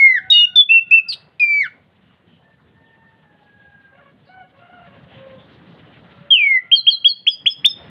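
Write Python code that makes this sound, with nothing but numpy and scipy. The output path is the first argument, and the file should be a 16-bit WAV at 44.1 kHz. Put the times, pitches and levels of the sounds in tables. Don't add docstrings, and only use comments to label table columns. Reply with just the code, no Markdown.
import sys
import numpy as np
from scipy import signal
from scipy.fft import rfft, irfft, next_fast_len
from scipy.io import wavfile
from scipy.ndimage import uniform_filter1d, minimum_filter1d

SR = 44100
rng = np.random.default_rng(int(sys.argv[2]) if len(sys.argv) > 2 else 0)


def put_to_file(sound):
    columns = np.atleast_2d(sound).T
    safe = np.clip(columns, -1, 1)
    whole_steps = np.round(safe * 32767)
    wavfile.write(sys.argv[1], SR, whole_steps.astype(np.int16))


N = 348371
TIME = np.arange(N) / SR

# (frequency [Hz], level [dB per Hz])
TOWN_SPECTRUM = [(30, -33), (48, -25), (82, -0.5), (167, 5), (332, -7), (521, -7.5), (673, -9.5),
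                 (1150, -14), (1970, -13.5), (2190, -18.5), (3020, -17), (3800, -22), (4400, -33),
                 (5200, -46), (7000, -58), (11100, -85)]
# (middle [s], half length [s], rise [dB])
TRAFFIC_SWELLS = [(.1, 1.0, 3.2), (5.581, .78, 10), (8.17, .57, 12)]
# (start [s], length [s], pitch [Hz], slide [Hz/s], arch [share of pitch], time in low register [s],
#  level [dB], brightness [dB/octave], top frequency [Hz], hoarseness [0-1])
ROOSTER_SYLLABLES = [ (-.1, .74, 754, -40, .02, 0, -50.5, 10.5, 1696, .22),
                     (.758, .41, 711, -130, .02, 0, -64, 13, 1700, .2),
                     (2.41, .19, 893, 60, .015, 0, -65, 8, 2200, .2),
                     (2.68, .68, 903, -25, .025, 0, -59.5, 6.5, 2200, .2),
                     (3.24, .3, 832, -50, .01, 0, -54.5, -1, 1760, .15),
                     (3.38, .62, 817, -65, .008, 0, -62, 16, 1760, .08),
                     (3.92, .2, 700, -150, .02, .05, -51, 1, 2600, .55),
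                     (4.265, .2, 752, -30, .07, .025, -41.5, -3.5, 3050, .2),
                     (4.53, .49, 706, -40, .015, .07, -45.5, -2.5, 3100, .5),
                     (5.15, .26, 534, -70, .025, 0, -40, -10.5, 2490, .16),
                     (5.901, 1.26, 688.5, 5, .02, 0, -65, 13.5, 1397, .24),
                     (6.15, .3, 571, -50, .02, 0, -50, -18.5, 1600, .13)]
# (frequency [Hz], level [dB])
THROAT_SPECTRUM = [(500, 0.5), (780, -2.5), (1100, -4), (1450, -2), (1800, -3.5), (2100, -13), (2250, -6),
                   (2500, -17), (2800, -4), (3700, -27.5)]
# (start [s], length [s], start pitch [Hz], end pitch [Hz], level [dB])
FAR_CHIRPS = [(1.98, .2, 3200, 2750, -67), (2.22, .16, 3250, 3000, -61), (2.83, .055, 3950, 2850, -62),
              (3.55, .06, 3750, 3300, -66), (4.24, .05, 4550, 4000, -62), (5.04, .14, 3200, 3130, -53.5),
              (5.36, .05, 3500, 3380, -56), (5.82, .08, 3050, 2900, -59)]
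# (delay [s], level [dB])
BALCONY_ECHOES = [(.0052, -23), (.0112, -12.5), (0.0187, -18)]
# (start [s], length [s], side of the syrinx, pitch [Hz], slide [Hz/s], scoop [Hz], scoop time [s],
#  fall time [s], opening level [dB], attack time [s], peak level [dB], decay time [s], held level [dB],
#  late swell [dB], overtones [dB])
WHISTLE_NOTES = [ (-.003, .198, "low", 2292, -2113, -89, .044, .027, -11, .045, 5, .13, -10, 0, -38),
                 (.314, .147, "low", 2880, -40, 16, .02, .002, -16, .048, .3, .08, -2.8, 1, -41),
                 (.555, .075, "low", 3480, 0, 100, .018, .008, -8, .036, 4.2, .058, 3, 0, -54),
                 (.688, .103, "low", 2710, 60, -160, .014, .003, -13, .036, 1.5, .04, 5, 0, -58),
                 (.908, .096, "low", 2655, 523.5, -150, .012, .014, -12, .033, 4.5, .03, -4.5, 5, -49),
                 (1.395, .281, "low", 2403, -620, 83, .027, .064, -20, .042, -3.5, .05, -12.3, 3.5, -33.5),
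                 (6.303, .285, "low", 2431, -1508, 842, .065, .0033, -12, .028, 4, .06, -7, 1, -53),
                 (.299, .129, "high", 3780, -1500, -178, .0054, .0086, -8, .037, 4, .028, -9.5, 0, -41),
                 (1.083, .064, "high", 4937, -19000, 100, .01, .002, -23, .014, -18, .022, -25, 0, -33)]
# (start [s], length [s], start pitch [Hz], top pitch [Hz], rise time [s], level [dB])
CHIP_NOTES = [(6.714, .047, 2276, 3235, .003, 4.5), (6.866, .043, 2440, 3255, .0036, 5),
              (7.044, .041, 2500, 3330, .004, 3), (7.266, .035, 2050, 3370, .0058, -.7),
              (7.458, .034, 1750, 3400, .0053, -1), (7.644, .035, 1800, 3650, .0048, 2)]
# (start [s], length [s], start pitch [Hz], end pitch [Hz], level [dB])
ANSWER_NOTES = [(6.741, .069, 4650, 4130, -9), (6.888, .073, 4660, 4130, -10.5),
                (7.065, .064, 4780, 4270, -9.5), (7.281, .074, 5270, 4900, -24),
                (7.491, .045, 5330, 5110, -22), (7.673, .05, 5400, 5160, -21.5)]
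# (start [s], length [s], level [dB], treble sizzle [dB])
RASP_BURSTS = [(.312, .118, -36, -69), (1.08, .055, -55, -54), (1.121, .026, -24.5, -50),
               (1.395, .007, -40, -70), (6.303, .035, -39, -75)]
# (multiple of the pitch, level [dB])
OVERTONES = [(2, 8.5), (3, 0), (4, -12.5), (5, -11)]
# (frequency [Hz], level [dB])
BEAK_SPECTRUM = [(3000, 5), (4200, -1), (5000, -5), (6500, -8.5), (8200, -22), (9600, -14.5), (10700, -12),
                 (12000, -9), (13000, -30), (15000, -28)]
# (time [s], level [dB], lowest frequency [Hz], top frequency [Hz])
TICK_SPIKES = [(.303, -3, 3000, 6000), (.306, -3, 4000, 8000), (.558, -7, 3500, 6000),
               (.572, 2, 3500, 6200), (.909, -21, 3000, 7500), (1.093, -22, 3000, 11000),
               (6.73, -8, 3000, 10000), (7.662, 15.5, 200, 15800)]

CUTOFF_HZ = 15900
TRAFFIC_DB = -56.5
CHATTER_DB = -70
CROW_FADE_POWER = 0.55
LOW_REGISTER_HZ, BREAK_S, RELAPSE_RATIO = 558, .006, 4.2
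LOW_REGISTER_LEFT = .7
WARBLE_PER_S, WARBLE_HZ, WARBLE_FADE_S = 24, 55, .08
OPEN_S, CLOSE_S = .007, .011
LATE_SWELL_S = .016
PURITY_DB_PER_DB = 0.71
FALL_HZ_PER_S, FALL_KNEE_S, FALL_WOBBLE = 14500, 0.0076, .07
FALL_DIMS_DB_PER_HZ, FALL_DULLS_DB_PER_HZ = .0175, .004


def from_db(db):
    return 10 ** (np.asarray(db) / 20)


def rms_one(x):
    return x / np.sqrt(np.mean(x ** 2) + 1e-20)


def at_hz(points, hz):
    f, db = np.transpose(points)
    return np.interp(np.log(np.maximum(hz, 1)), np.log(f), db)


def coloured(x, spectrum):
    hz = np.arange(N // 2 + 1) * SR / N
    return irfft(rfft(x) * from_db(at_hz(spectrum, hz)), N)


def band(x, low_hz, high_hz, order=2):
    edges = [low_hz, min(high_hz, SR / 2 - 1)]
    return signal.sosfilt(signal.butter(order, edges, "band", fs=SR, output="sos"), x)


def drift(rate):
    size = next_fast_len(N)
    f = np.arange(size // 2 + 1) * SR / size
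    slow = rfft(rng.standard_normal(size)) / (1 + (f / rate) ** 2)
    return rms_one(irfft(slow, size)[:N])


def during(start, end):
    at = np.flatnonzero((TIME > start) & (TIME < end))
    return at, (TIME[at] - start) / (end - start)


def tail(x, t60, build_s):
    t = TIME[:SR]
    response = rng.standard_normal(SR) * from_db(-60 * t / t60) * (1 - np.exp(-t / build_s))
    return signal.fftconvolve(x, response / np.linalg.norm(response))[:N]


def traffic_db():
    swells = sum(db / (1 + ((TIME - middle) / half_s) ** 8) for middle, half_s, db in TRAFFIC_SWELLS)
    return TRAFFIC_DB + swells


def town(patchy_db=3.1, brighten=.035, hiss_db=-85, hiss_follows=.15, count=9):
    spectrum = rfft(rms_one(coloured(rng.standard_normal(N), TOWN_SPECTRUM)))
    hz = np.arange(N // 2 + 1) * SR / N
    octave = np.log2(np.clip(hz / 40, 1, 2 ** (count - 1)))
    level_db = traffic_db()
    swell_db = level_db - level_db.mean()
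    noise = 0
    for k in range(count):
        part = irfft(spectrum * np.maximum(1 - abs(octave - k), 0), N)
        noise = noise + part * from_db(patchy_db * drift(12) + brighten * (k - 3.5) * swell_db)
    hiss = band(rng.standard_normal(N), 1000, 12000)
    return from_db(level_db) * noise + from_db(hiss_db + hiss_follows * swell_db) * hiss


def roosters(count=5):
    out, shake, rattle = np.zeros(N), drift(220), drift(110)
    fading = [from_db(3.5 * drift(30)) for _ in range(count)]
    for start, length, hz, slide, arch, low_s, db, brightness_db, top_hz, hoarse in ROOSTER_SYLLABLES:
        at, u = during(start, start + length)
        t = u * length
        pitch = (hz + slide * (t - length / 2)) * (1 - arch * (2 * u - 1) ** 2)
        gain = from_db(db) * np.sin(np.pi * u) ** CROW_FADE_POWER * (1 + 0.6 * hoarse * rattle[at])
        registers = [(pitch, gain)]
        if low_s > BREAK_S:
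            since_break = t - low_s
            until_relapse = length - t - RELAPSE_RATIO * hoarse * low_s
            high = .5 + .5 * np.tanh(np.minimum(since_break, until_relapse) / BREAK_S)
            low = 1 - high + LOW_REGISTER_LEFT * hoarse ** 2 * high
            registers = [(pitch, gain * high), (LOW_REGISTER_HZ, .7 * gain * low)]
        for voice_hz, voice_gain in registers:
            phase = 2 * np.pi * np.cumsum(voice_hz * (1 + .06 * hoarse * shake[at])) / SR
            for k in range(1, count + 1):
                throat = from_db(at_hz(THROAT_SPECTRUM, k * voice_hz) + brightness_db * np.log2(k))
                air = 1 / (1 + (k * voice_hz / top_hz) ** 10)
                out[at] += voice_gain * throat * air * fading[k - 1][at] * np.sin(k * phase)
    return out


def chatter(count=40):
    draws = rng.uniform([0, .03, 2900], [N / SR, .08, 3900], (count, 3))
    return [(start, length, hz, .85 * hz, CHATTER_DB) for start, length, hz in draws]


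def far_birds(chirp_direct_db=-10, chirp_echo_db=0):
    crows = roosters()
    chirps = slurs(FAR_CHIRPS + chatter(), purity=0)
    twitter = syrinx_side(chirps, jitter=.04, shimmer=.6, unrest_per_s=170)
    far_crows = crows + from_db(-10) * tail(crows, t60=.5, build_s=.02)
    twitter_echo = tail(twitter, t60=.3, build_s=.008)
    return far_crows + from_db(chirp_direct_db) * twitter + from_db(chirp_echo_db) * twitter_echo


def balcony(x, room_db=-18, late_db=-36):
    echoes = 0
    for delay, db in BALCONY_ECHOES:
        echoes = echoes + from_db(db) * np.interp(TIME - round(delay * SR) / SR, TIME, x, left=0)
    ring = from_db(room_db) * tail(x, t60=.25, build_s=.006)
    houses = from_db(late_db) * tail(x, t60=.45, build_s=.03)
    return x + echoes + band(ring + houses, 800, 13000, order=1)


def ticks():
    spikes = 0
    for start, db, low_hz, top_hz in TICK_SPIKES:
        spike = from_db(db) * signal.unit_impulse(N, round(start * SR)) + 1e-18
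        spikes = spikes + band(spike, low_hz, top_hz)
    return band(spikes, 3700, 6300, order=1) + from_db(-15.5) * band(spikes, 1000, 15000, order=1)


def rasps(top_db=-25):
    white, out = rng.standard_normal(N), np.zeros(N)
    core = rms_one(band(white, 2950, 4370, order=3))
    hoarse = core + from_db(top_db) * rms_one(band(white, 1500, 10000, order=4))
    sizzle = rms_one(band(rng.standard_normal(N), 7900, 9300, order=3))
    for start, length, db, sizzle_db in RASP_BURSTS:
        at, u = during(start, start + length)
        noise = from_db(db) * hoarse[at] + from_db(sizzle_db) * sizzle[at]
        out[at] += np.sin(np.pi * u) ** .7 * noise
    return out


def combination_tones(low, high, sum_db=-40, upper_db=-19, lower_db=-25):
    a, b = signal.hilbert([low, high], next_fast_len(N))[:, :N]
    both = abs(a * b) / (abs(a) + abs(b) + .01)
    low_phase, high_phase = np.angle(a), np.angle(b)
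    tones = (from_db(sum_db) * np.cos(low_phase + high_phase)
             + from_db(upper_db) * np.cos(2 * high_phase - low_phase)
             + from_db(lower_db) * np.cos(2 * low_phase - high_phase))
    return both * tones * (1 + .2 * drift(60))


def slurs(table, overtone_db=-44, purity=.55, droop=.025):
    for start, length, start_hz, end_hz, db in table:
        at, u = during(start, start + length)
        pitch = (end_hz + (start_hz - end_hz) * np.cos(np.pi / 2 * u) ** 3.2) * (1 - droop * u ** 16)
        yield at, pitch, from_db(db) * np.sin(np.pi * u ** 1.5), overtone_db - purity * db


def chips(droop=.15, creep=.04, overtone_db=-41, purity=1.8):
    for start, length, start_hz, top_hz, rise, db in CHIP_NOTES:
        at, u = during(start, start + length)
        shoot = top_hz - (top_hz - start_hz) * np.exp(-u * length / rise)
        pitch = shoot * (1 + creep * (u - .5) - droop * u ** 7)
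        swell = np.sin(np.pi * u) * (.6 + .4 * np.exp(-((u - .52) / .24) ** 2))
        yield at, pitch, from_db(db) * swell, overtone_db - purity * db


def whistles(side, warble_hz=0):
    wobble = drift(150)
    for (start, length, own_side, hz, slide, scoop_hz, scoop_s, fall_s, open_db, attack_s,
         peak_db, decay_s, held_db, late_swell_db, overtone_db) in WHISTLE_NOTES:
        if own_side != side:
            continue
        at, u = during(start, start + length)
        t = u * length
        past_knee = t - length + fall_s
        scoop = scoop_hz / (1 + (t / scoop_s) ** 3)
        smooth_fall = FALL_HZ_PER_S * FALL_KNEE_S * np.logaddexp(0, past_knee / FALL_KNEE_S)
        fall = smooth_fall * (1 + FALL_WOBBLE * wobble[at])
        warble = warble_hz * np.exp(-t / WARBLE_FADE_S) * np.sin(2 * np.pi * WARBLE_PER_S * t)
        pitch = hz + slide * t + scoop - fall + warble
        swell = np.sin(np.pi / 2 * np.minimum(t / attack_s, 1))
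        decay = np.sin(np.pi / 2 * np.clip((t - attack_s) / decay_s, 0, 1)) ** 2
        late_swell = late_swell_db * np.exp(-(past_knee / LATE_SWELL_S) ** 2)
        db = open_db + (peak_db - open_db) * swell + (held_db - peak_db) * decay
        db = db + late_swell - FALL_DIMS_DB_PER_HZ * fall
        gate = np.sin(np.pi / 2 * np.clip(np.minimum(t / OPEN_S, (length - t) / CLOSE_S), 0, 1)) ** 2
        overtones = overtone_db - PURITY_DB_PER_DB * (db - held_db) - FALL_DULLS_DB_PER_HZ * fall
        yield at, pitch, gate * from_db(db), overtones


def syrinx_side(notes, jitter, shimmer, unrest_per_s, blur=.17):
    out = np.zeros(N)
    waver = 1 + jitter * drift(unrest_per_s)
    flutter = 1 + shimmer * drift(unrest_per_s)
    smear = blur * drift(200)
    for at, pitch, gain, overtone_db in notes:
        phase = 2 * np.pi * np.cumsum(pitch * waver[at]) / SR
        wave = np.sin(phase)
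        for k, own_db in OVERTONES:
            strength = from_db(overtone_db + own_db + at_hz(BEAK_SPECTRUM, k * pitch))
            audible = k * pitch < CUTOFF_HZ
            wave += strength * audible * np.sin(k * phase + (k - 1.5) ** 1.5 * smear[at])
        out[at] += np.sqrt(2) * gain * flutter[at] * wave
    return out


def thrush(air_db=-50):
    low = syrinx_side(whistles("low"), jitter=.0026, shimmer=.02, unrest_per_s=100)
    high = syrinx_side(whistles("high", WARBLE_HZ), jitter=.003, shimmer=.06, unrest_per_s=120, blur=1)
    chip = syrinx_side(chips(), jitter=.007, shimmer=.03, unrest_per_s=220, blur=.7)
    answer = syrinx_side(slurs(ANSWER_NOTES), jitter=.0065, shimmer=.08, unrest_per_s=90, blur=3.5)
    force = uniform_filter1d(abs(chip) + abs(answer), SR // 500)
    air = from_db(air_db) * force * rms_one(band(rng.standard_normal(N), 2300, 6000))
    return low + high + chip + answer + combination_tones(low, high) + air + rasps()


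def scene():
    background = town() + far_birds()
    return (background + ticks() + balcony(thrush()))[None]


def gain_control(x, threshold_db=-18, share=0.46, release_db_per_s=70, attack_s=0.0053):
    power = uniform_filter1d(x ** 2, SR // 500, axis=-1)
    level_db = 10 * np.log10(np.maximum(power, 1e-12))
    cut_db = share * np.maximum(level_db - threshold_db, 0)
    release_db = release_db_per_s * TIME
    held_db = np.maximum.accumulate(cut_db + release_db, axis=-1) - release_db
    r = np.exp(-1 / (attack_s * SR))
    return x * from_db(-signal.lfilter([1 - r], [1, -r], held_db))


def limiter(x, ceiling=0.98, size=200):
    gain = minimum_filter1d(ceiling / np.maximum(abs(x), ceiling), size)
    return x * uniform_filter1d(gain, size)


def record(dry):
    top_cut = signal.ellip(10, .1, 80, CUTOFF_HZ, fs=SR, output="sos")
    return signal.sosfilt(top_cut, limiter(gain_control(dry)))


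dry = scene()
out = record(dry)
put_to_file(out)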